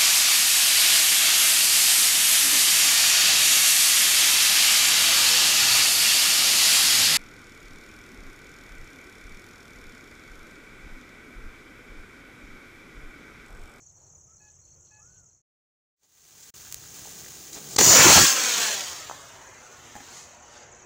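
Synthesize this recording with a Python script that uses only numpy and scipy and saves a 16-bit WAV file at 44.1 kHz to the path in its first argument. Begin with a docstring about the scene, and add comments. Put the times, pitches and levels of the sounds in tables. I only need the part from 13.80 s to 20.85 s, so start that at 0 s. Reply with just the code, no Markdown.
"""A field at dusk: crickets trill, a far bird whistles and a horn toots twice; the sound fades out and returns.
A fountain firework hisses, pops and snaps, made of noise, grains and clicks; the rocket under it spits, then roars.
As the rocket climbs, its ground echo lags more and more (a falling whoosh) and the air dulls it.
Two far cracks and a hollow rattle follow. Crickets, bird and horn are gliding or steady tones."""
import sys
import numpy as np
from scipy import signal
from scipy.fft import rfft, irfft
from scipy.io import wavfile
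from scipy.ndimage import uniform_filter1d, minimum_filter1d

SR = 44100
rng = np.random.default_rng(int(sys.argv[2]) if len(sys.argv) > 2 else 0)


def unload_audio(sound):
    """Save the sound as a 16-bit wav file, at the path given as the first command line argument."""
    columns = np.transpose(np.atleast_2d(sound))
    # keep every value between -1 and 1, then stretch to whole-number steps
    steps = np.round(np.clip(columns, -1, 1) * 32767)
    wavfile.write(sys.argv[1], SR, steps.astype(np.int16))


N = 310905
TIME = np.arange(N) / SR
FREQS = np.maximum(np.fft.rfftfreq(N, 1 / SR), 1)
# All levels in the tables are those of the sources, before echo, air, fades and limiter.


def from_db(db):
    """Turn decibels into a factor for the sound pressure."""
    return 10 ** (np.asarray(db) / 20)


def rms_one(x):
    """Scale a signal so that its average power is one."""
    return x / np.sqrt(np.mean(x ** 2) + 1e-20)


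def in_time(rows):
    """Draw straight lines between the rows and read every column at each sample."""
    t, *columns = np.transpose(rows)
    return [np.interp(TIME, t, column) for column in columns]


def ramp(start, length):
    """Rise from zero to one and stay there."""
    return np.clip((TIME - start) / length, 0, 1)


def span(start, end, edge):
    """Slope up after the start, stay at one, and slope down after the end."""
    return np.clip((TIME - start) / edge, 0, 1) * np.clip((end - TIME) / edge + 1, 0, 1)


def swell(middle, half_length):
    """Rise and fall in the shape of a bell."""
    return np.exp(-np.minimum(((TIME - middle) / half_length) ** 2 / 2, 50))


def band(x, low_hz, high_hz, order=2):
    """Keep mainly what lies between two frequencies."""
    edges = [low_hz, min(high_hz, .45 * SR)]
    return signal.sosfilt(signal.butter(order, edges, "band", fs=SR, output="sos"), x + 1e-18)


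def drift(rate_hz):
    """Wander slowly and at random, with a spread of one."""
    return rms_one(irfft(rfft(rng.standard_normal(N)) / (1 + (FREQS / rate_hz) ** 2), N))


def coloured(x, spectrum, measured_in):
    """Give a sound its tone colour, with unit power inside one band (f/Hz, f/Hz)."""
    f, level_db = np.transpose(spectrum)
    shaped = rfft(x) * from_db(np.interp(np.log(FREQS), np.log(f), level_db))
    inside = (FREQS > measured_in[0]) & (FREQS < measured_in[1])
    return irfft(shaped, N) / np.std(irfft(shaped * inside, N))


def clicks(rows):
    """Place one single-sample click for each row (t/s, level/dB)."""
    out = np.zeros(N)
    for t, level_db in rows:
        out[round(t * SR)] += from_db(level_db)
    return out


def scattered(x, t60):
    """Scattering sends back many tiny echoes, which fade by 60 dB in t60 seconds."""
    age = TIME[:SR // 2]
    tail = rng.standard_normal(len(age)) * from_db(-60 * age / t60)
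    return signal.fftconvolve(x, tail / np.linalg.norm(tail))[:N]


# colour of the low background rumble: f/Hz, level/dB (per Hz)
FIELD_COLOUR = [(25, -14.5), (85, 0.5), (160, -4.5), (235, -21.5), (400, -19), (1400, -29.5), (2200, -45),
                (5000, -46)]
FIELD_DB = -62.5


def field():
    """Low rumble lies under patchy far noise, with one faint rustle early on."""
    rumble = coloured(rng.standard_normal(N) * from_db(1.27 * drift(3.4)), FIELD_COLOUR, (40, 250))
    dip = 1 - span(4.3, 4.7, .25)  # the rumble goes away for a moment
    edges = np.geomspace(300, 3500, num=8)
    patches = np.zeros(N)
    for low, high in zip(edges, edges[1:]):
        noise = band(rng.standard_normal(N), low, high)
        weaker_with_pitch = (low / edges[0]) ** -.9
        patches += noise * from_db(3.2 * drift(10)) * weaker_with_pitch
    rustle = span(0.12, 0.35, 0.064) * rms_one(band(rng.standard_normal(N), 330, 1060))
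    return from_db(FIELD_DB) * rumble * dip + from_db(-74.0) * rms_one(patches) + from_db(-69) * rustle


def wing_strokes(per_s, start_hz, end_hz, unevenness, force_db, sharpness):
    """Each wing stroke is a short tone sliding in pitch, with its own length and force; unit power."""
    count = np.cumsum(per_s * (1 + unevenness * drift(30))) / SR
    stroke = count % 1  # how far the present stroke has got
    force = from_db(force_db * rng.standard_normal(N))[count.astype(int)]
    hz = (start_hz + (end_hz - start_hz) * stroke) * (1 + 0.021 * drift(297.8))
    tone = np.sin(2 * np.pi * np.cumsum(hz) / SR)
    return rms_one(force * np.sin(np.pi * stroke) ** sharpness * tone)


# trilling crickets: pulse rate/Hz, f at pulse start/Hz, f at pulse end/Hz, level/dB
CRICKET_TRILLS = [(34.6, 7200, 5600, -67.5), (44.3, 6800, 5300, -70.5), (88.4, 8400, 6300, -70.5),
                  (104, 7400, 5000, -67.5)]
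# chirps of a lower-pitched cricket: t of middle/s, level/dB
LOW_CHIRPS = [(0.049, -80), (.22, -79.5), (.645, -74.5), (.88, -74.5), (1.115, -74.5), (1.34, -79),
              (1.55, -82)]


def crickets():
    """Wing strokes make a chorus of trills and one lower chirp, all smeared by the grass."""
    insects = np.zeros(N)
    for per_s, start_hz, end_hz, level_db in CRICKET_TRILLS:
        trill = wing_strokes(per_s, start_hz, end_hz, unevenness=0.11, force_db=3.0, sharpness=1.2)
        insects += from_db(level_db) * trill
    chirping = sum(from_db(level_db) * span(t - .075, t + 0.054, .03) for t, level_db in LOW_CHIRPS)
    insects += chirping * wing_strokes(56, 4750, 3900, unevenness=.08, force_db=2, sharpness=4)
    return insects + from_db(-3.5) * scattered(insects, t60=0.032)


# bird whistles: t start/s, t end/s, t of the arch's crest/s, f at crest/Hz, level/dB
BIRD_WHISTLES = [(0.467, 0.53, 0.57, 1380, -65), (0.96, 1.03, 1.02, 1430, -74),
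                 (1.182, 1.45, 1.34, 1524, -64)]
ARCH_HZ_PER_S2, SAG_DB_PER_S, WHISTLE_EDGE_S = 17000, 30, 0.025


def bird():
    """Far whistles follow an arch in pitch, waver a little and weaken as they go."""
    out, waver = np.zeros(N), 1 + 0.0093 * drift(60)
    for start, end, crest_t, crest_hz, level_db in BIRD_WHISTLES:
        held = np.clip(TIME, start, end + WHISTLE_EDGE_S)
        hz = (crest_hz - ARCH_HZ_PER_S2 * (held - crest_t) ** 2) * waver
        gain = from_db(level_db - SAG_DB_PER_S * (held - start)) * span(start, end, WHISTLE_EDGE_S)
        out += gain * np.sin(2 * np.pi * np.cumsum(hz) / SR)
    return out


# horn toots: t start/s, t end/s, f/Hz, level/dB
HORN_TOOTS = [(0.597, 0.69, 849, -64), (1.106, 1.203, 854, -61)]
# the horn's overtones: multiple of the pitch, level/dB
HORN_OVERTONES = [(1, -5.5), (2, -2), (3, -7.5)]


def horn():
    """A far vehicle horn toots twice: a few overtones on one slightly unsteady pitch."""
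    out = np.zeros(N)
    for start, end, pitch_hz, level_db in HORN_TOOTS:
        phase = 2 * np.pi * np.cumsum(pitch_hz * (1 + .001 * drift(30))) / SR
        tone = np.zeros(N)
        for multiple, overtone_db in HORN_OVERTONES:
            tone += np.sqrt(2) * from_db(level_db + overtone_db) * np.sin(multiple * phase)
        out += span(start, end, 0.014) * tone
    return out


def burning(grains_per_s, grain_share, flutter_db, flutter_rate):
    """Rushing gas is noise, burning powder grains are tiny random clicks; both flutter together."""
    sizes = from_db(4 * np.minimum(rng.exponential(1, N), 4)) * rng.choice([-1, 1], N)
    grains = rms_one(sizes * (rng.random(N) < grains_per_s / SR))
    return (rng.standard_normal(N) + grain_share * grains) * from_db(flutter_db * drift(flutter_rate))


# how the fountain burns: t/s, spray level/dB, flame level/dB
FOUNTAIN_BURN = [(2.84, -53.5, -64), (2.98, -57, -66.5), (3.22, -52.5, -59), (3.68, -54, -60),
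                 (3.94, -49.5, -50.5)]
# colour of the spark spray: f/Hz, level/dB (per Hz)
SPRAY_COLOUR = [(300, -14), (900, -3), (1600, -1.5), (2500, -2), (5000, 1.5), (9000, -2), (14000, -11.5),
                (16000, 1.5)]
# colour of the flame's rumble: f/Hz, level/dB (per Hz)
FLAME_COLOUR = [(30, -15), (75, -16), (150, 4), (230, -2), (400, -3.5), (800, -11), (2000, -35)]


def fountain():
    """A gritty spray of sparks hisses over a soft flame, until the motor takes over."""
    spray_db, flame_db = in_time(FOUNTAIN_BURN)
    sparks = burning(grains_per_s=2500, grain_share=0.86, flutter_db=0.8, flutter_rate=150)
    spray = coloured(sparks, SPRAY_COLOUR, (2500, 12000))
    flame = coloured(rng.standard_normal(N), FLAME_COLOUR, (100, 700))
    return (from_db(spray_db) * spray + from_db(flame_db) * flame) * span(2.0, 3.95, 0.01405)


# sparks that snap close by: t/s, level/dB (of the click before filtering)
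SPARK_SNAPS = [(2.2334, -19.5), (2.58, -26), (2.9251, -14.5), (2.9443, -12.5), (3.3918, -28)]


def snaps():
    """Single sparks burst with a very short, bright tick."""
    return band(clicks(SPARK_SNAPS), 2800, 14000, order=1)


# spits of burning powder: t/s, hiss level/dB, thump level/dB, half length/s
POWDER_SPITS = [(2.241, -47, -50, 0.014), (2.633, -49, -64.5, 0.0054), (3.732, -45, -60, 0.003),
                (3.748, -46.5, -63, 0.0057), (3.772, -58, -48.5, 0.011), (3.932, -48.5, -60, 0.019),
                (3.9654, -27.5, -33.5, 0.0021), (3.989, -22, -18.5, 0.0031), (4.012, -22, -20, 0.003),
                (6.38, -55.5, -80, 0.061)]


def spits():
    """Gas swells briefly: a hiss over a thump that reaches into the middle range."""
    hiss, thump = np.zeros(N), np.zeros(N)
    for t, hiss_db, thump_db, half_length in POWDER_SPITS:
        gas = swell(t, half_length)
        hiss += from_db(hiss_db) * gas
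        thump += from_db(thump_db) * gas
    high = rms_one(band(rng.standard_normal(N), 3730, 7950))
    middle = rms_one(band(rng.standard_normal(N), 970, 4600))
    low = rms_one(band(rng.standard_normal(N), 75, 920))
    return hiss * high + thump * (low + 0.74 * middle)


# soft pops, each repeated once: t of the first/s, f/Hz, level/dB
SOFT_POPS = [(2.854, 1504, -49), (3.04, 1497, -49), (3.256, 805, -42), (3.445, 1800, -45.5)]
REPEAT_GAP_S, POP_S = 0.018, 0.00072


def pops():
    """Soft pops in the fountain, each heard again after a short fixed gap; every one a very short, rounded tone."""
    out = np.zeros(N)
    for first, hz, level_db in SOFT_POPS:
        for t in (first, first + REPEAT_GAP_S):
            out += from_db(level_db) * swell(t, POP_S) * np.sin(2 * np.pi * hz * (TIME - t))
    return out


# the motor lights, burns for under a second and dies away
IGNITION_S, BURNOUT_S, DYING_DB_PER_S = 3.983, 4.84, 49.5


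def launch(full_db, build_db, build_s, leave_s, leaving_s, drop_db):
    """One part of the motor's sound builds with thrust, drops as the rocket leaves and dies after burnout."""
    building = build_db * (1 - ramp(IGNITION_S, build_s))
    leaving = drop_db * ramp(leave_s, leaving_s)
    dying = DYING_DB_PER_S * np.maximum(TIME - BURNOUT_S, 0)
    return from_db(full_db - building - leaving - dying)


def through_air(x, loss_db, shimmer_db):
    """Eddies make narrow bands swell and sink; air dulls with frequency squared (loss given at 10 kHz)."""
    hz, t, frames = signal.stft(x, SR, nperseg=1024)
    loss = np.outer((hz / 10000) ** 2, np.interp(t, TIME, loss_db))
    eddies = uniform_filter1d(rng.standard_normal(frames.shape), size=4, axis=0)
    eddies = uniform_filter1d(eddies, size=12, axis=1)
    shimmer = rms_one(from_db(shimmer_db * rms_one(eddies)))
    return signal.istft(frames * shimmer * from_db(-loss), SR)[1][:N]


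# colours of the motor's lumpy roar, bright jet, nozzle hiss and low buffeting: f/Hz, level/dB (per Hz)
ROAR_COLOUR = [(60, -33.5), (150, -8.5), (290, -4.5), (420, -1.5), (620, -1), (800, 0), (1200, -1),
               (1800, -4.5), (3000, -12), (6000, -54)]
JET_COLOUR = [(500, -27), (1200, -3.5), (1800, -1.5), (2400, -1), (3600, 0.5), (5000, -0.5), (7500, -3.5),
              (9500, -10.5), (13500, -17), (16000, -11.5)]
NOZZLE_COLOUR = [(2500, -26), (4500, -8), (5700, -2), (6700, -3), (7800, -7), (9500, -18), (14000, -20.5),
                 (16000, -5)]
BLAST_COLOUR = [(25, -18), (75, -10.5), (100, -1), (160, 0), (220, -6.5), (380, -3), (900, -28)]
# stumbles while lifting off: t/s, depth of the dip level/dB
LIFTOFF_STUMBLES = [(4.234, 4), (4.342, 13.5)]
STUMBLE_S = 0.011
# flares of the fountain high up: t/s, level/dB, half length/s
HIGH_FLARES = [(6.08, -66.5, 0.15), (6.325, -62.5, 0.091), (6.763, -63.5, 0.055)]
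# high up the fountain burns on, slowly receding
ALOFT_ROAR_DB, ALOFT_JET_DB, RECEDING_DB_PER_S = -56, -67.5, 1.42
# treble lost at 10 kHz in flight, and the further loss when the sound dulls near the top
AIR_LOSS_DB, TOP_LOSS_DB, DULLS_AT_S, DULLING_S = 1.0, 11, 6.5, 0.43


def rocket():
    """The motor lights at once: roar and jet, with nozzle hiss and buffeting near the ground."""
    roar = burning(grains_per_s=540, grain_share=0.23, flutter_db=-0.1, flutter_rate=54)
    roar = coloured(roar, ROAR_COLOUR, (250, 1400))
    jet = burning(grains_per_s=5000, grain_share=0.39, flutter_db=1.0, flutter_rate=93)
    jet = coloured(jet, JET_COLOUR, (1800, 5000))
    nozzle = coloured(rng.standard_normal(N) * from_db(2.6 * drift(120)), NOZZLE_COLOUR, (5700, 7800))
    blast = coloured(rng.standard_normal(N) * from_db(4.2 * drift(25)), BLAST_COLOUR, (40, 220))
    stumbling = from_db(-sum(dip_db * swell(t, STUMBLE_S) for t, dip_db in LIFTOFF_STUMBLES))

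    motor = roar * stumbling * launch(full_db=-20.5, build_db=19, build_s=0.2,
                                      leave_s=4.38, leaving_s=0.063, drop_db=19.5)
    motor += jet * launch(full_db=-19.5, build_db=13.5, build_s=0.29,
                          leave_s=4.364, leaving_s=0.17, drop_db=12.5)
    near_ground = nozzle * launch(full_db=-23.5, build_db=6.0, build_s=0.089,
                                  leave_s=4.17, leaving_s=0.15, drop_db=6)
    near_ground += blast * stumbling * launch(full_db=-30, build_db=5, build_s=0.25,
                                              leave_s=4.42, leaving_s=0.066, drop_db=21.5)

    receding = from_db(-RECEDING_DB_PER_S * (TIME - BURNOUT_S)) * ramp(BURNOUT_S, 0.52)
    flaring = sum(from_db(level_db) * swell(t, half_length) for t, level_db, half_length in HIGH_FLARES)
    aloft = receding * (from_db(ALOFT_ROAR_DB) * roar + from_db(ALOFT_JET_DB) * jet) + flaring * jet

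    lit = motor + near_ground * (1 - ramp(4.5, 0.066)) + aloft
    loss_db = AIR_LOSS_DB + TOP_LOSS_DB * ramp(DULLS_AT_S, DULLING_S)
    return through_air(lit * ramp(IGNITION_S, 0.0028), loss_db, shimmer_db=2.5)


# dull cracks from high up: t/s, level/dB
HIGH_CRACKS = [(5.2983, -25.5), (5.3128, -25.5)]


def cracks():
    """Distance leaves one pressure swing of each crack, and a faint scatter after it."""
    lag = np.arange(-200, 201) / SR
    swing = -np.sin(2 * np.pi * 980 * lag) * np.exp(-(lag / 0.00061) ** 2)
    direct = np.convolve(clicks(HIGH_CRACKS), swing, "same")
    return direct + from_db(-8) * scattered(direct, t60=0.32)


# knocks of a short hollow rattle: t/s, level/dB
RATTLE_KNOCKS = [(6.154, -38.5), (6.1635, -37.5), (6.173, -47), (6.183, -49), (6.205, -43)]
# the tones it rings with: f/Hz, level/dB, time to fade by 60 dB/s
RATTLE_TONES = [(105, -20, 0.088), (267, -7.5, 0.13), (740, -17, .03), (818, -3, 0.064),
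                (1680, -1.5, 0.011)]


def rattle():
    """Quick knocks make something hollow ring in a few fading tones, with faint bright ticks."""
    knocks = clicks(RATTLE_KNOCKS) + 1e-18
    out = from_db(5) * band(scattered(knocks, t60=.015), 1500, 14000, order=1)
    for hz, level_db, t60 in RATTLE_TONES:
        decay, turn = from_db(-60 / (t60 * SR)), 2 * np.pi * hz / SR  # per sample
        ring = signal.lfilter([0, np.sin(turn)], [1, -2 * decay * np.cos(turn), decay * decay], knocks)
        out += from_db(level_db) * ring
    return out


def ground_echo(x, lag_ms, strength, dull_hz):
    """The ground returns a later, duller copy; a changing lag makes the tone colour sweep."""
    soft = signal.sosfilt(signal.butter(1, min(dull_hz, .45 * SR), fs=SR, output="sos"), x + 1e-18)
    echo = np.interp(TIME - lag_ms / 1000, TIME, soft)
    return (x + strength * echo) / np.sqrt(1 + strength ** 2 / 2)


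# the whole sound fades out, comes back a little louder and drops out once: t start/s, t end/s
FADE_OUT, FADE_IN, DROPOUT = (1.41, 1.619), (2.158, 2.894), (2.703, 2.736)
RETURN_DB = 4


def fades():
    """The loudness sinks to silence, swells back and drops sharply for an instant."""
    leaving = np.interp(TIME, FADE_OUT, [1, 0]) ** 0.55
    returning = from_db(RETURN_DB) * np.interp(TIME, FADE_IN, [0, 1]) ** 1.5
    return (leaving + returning) * from_db(-44 * span(*DROPOUT, 0.005))


# the rocket's ground echo lags more with height: fastest at mid climb, then levelling off
LAG_LOW_MS, LAG_HIGH_MS, MID_CLIMB_S, CLIMB_EASE_S = 3.35, 8.4, 5.15, 0.2497
EASING_DB_PER_S = 0.5  # the background slowly gets softer


def scene():
    """The firework with its ground echo stands in front of the evening field."""
    on_ground = fountain() + snaps() + pops() + spits()
    firework = ground_echo(on_ground, lag_ms=2.5, strength=0.24, dull_hz=6100)
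    height = 1 / (1 + np.exp((MID_CLIMB_S - TIME) / CLIMB_EASE_S))  # from 0 to 1
    lag_ms = LAG_LOW_MS + (LAG_HIGH_MS - LAG_LOW_MS) * height
    mirrored = 0.12 + 0.38 * ramp(4.36, 0.206)  # the echo is clearer once the rocket has left the ground
    firework += ground_echo(rocket(), lag_ms, strength=mirrored, dull_hz=6900)

    far = horn() + bird()
    evening = field() + crickets() + far + from_db(-8) * scattered(far, t60=0.25)
    evening = evening * from_db(-EASING_DB_PER_S * TIME)
    return ((firework + cracks() + rattle() + evening) * fades())[None]


# resonances of the microphone port: f/Hz, width/Hz, level/dB (boost at the peak)
PORT_RESONANCES = [(6350, 890, 5), (7065, 820, 6), (14870, 530, 11)]
CUTOFF_HZ, CEILING = 15750, .74


def record(dry):
    """The microphone port rings in the treble, a fast limiter holds the peaks and the top is cut."""
    out = dry
    for hz, width_hz, boost_db in PORT_RESONANCES:
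        ringing = signal.lfilter(*signal.iirpeak(hz, hz / width_hz, fs=SR), out)
        out = out + (from_db(boost_db) - 1) * ringing
    allowed = minimum_filter1d(CEILING / np.maximum(np.abs(out), CEILING), size=60)
    out = out * uniform_filter1d(allowed, size=60)
    return signal.sosfilt(signal.ellip(12, .2, 80, CUTOFF_HZ, fs=SR, output="sos"), out)


dry = scene()
out = record(dry)
unload_audio(out)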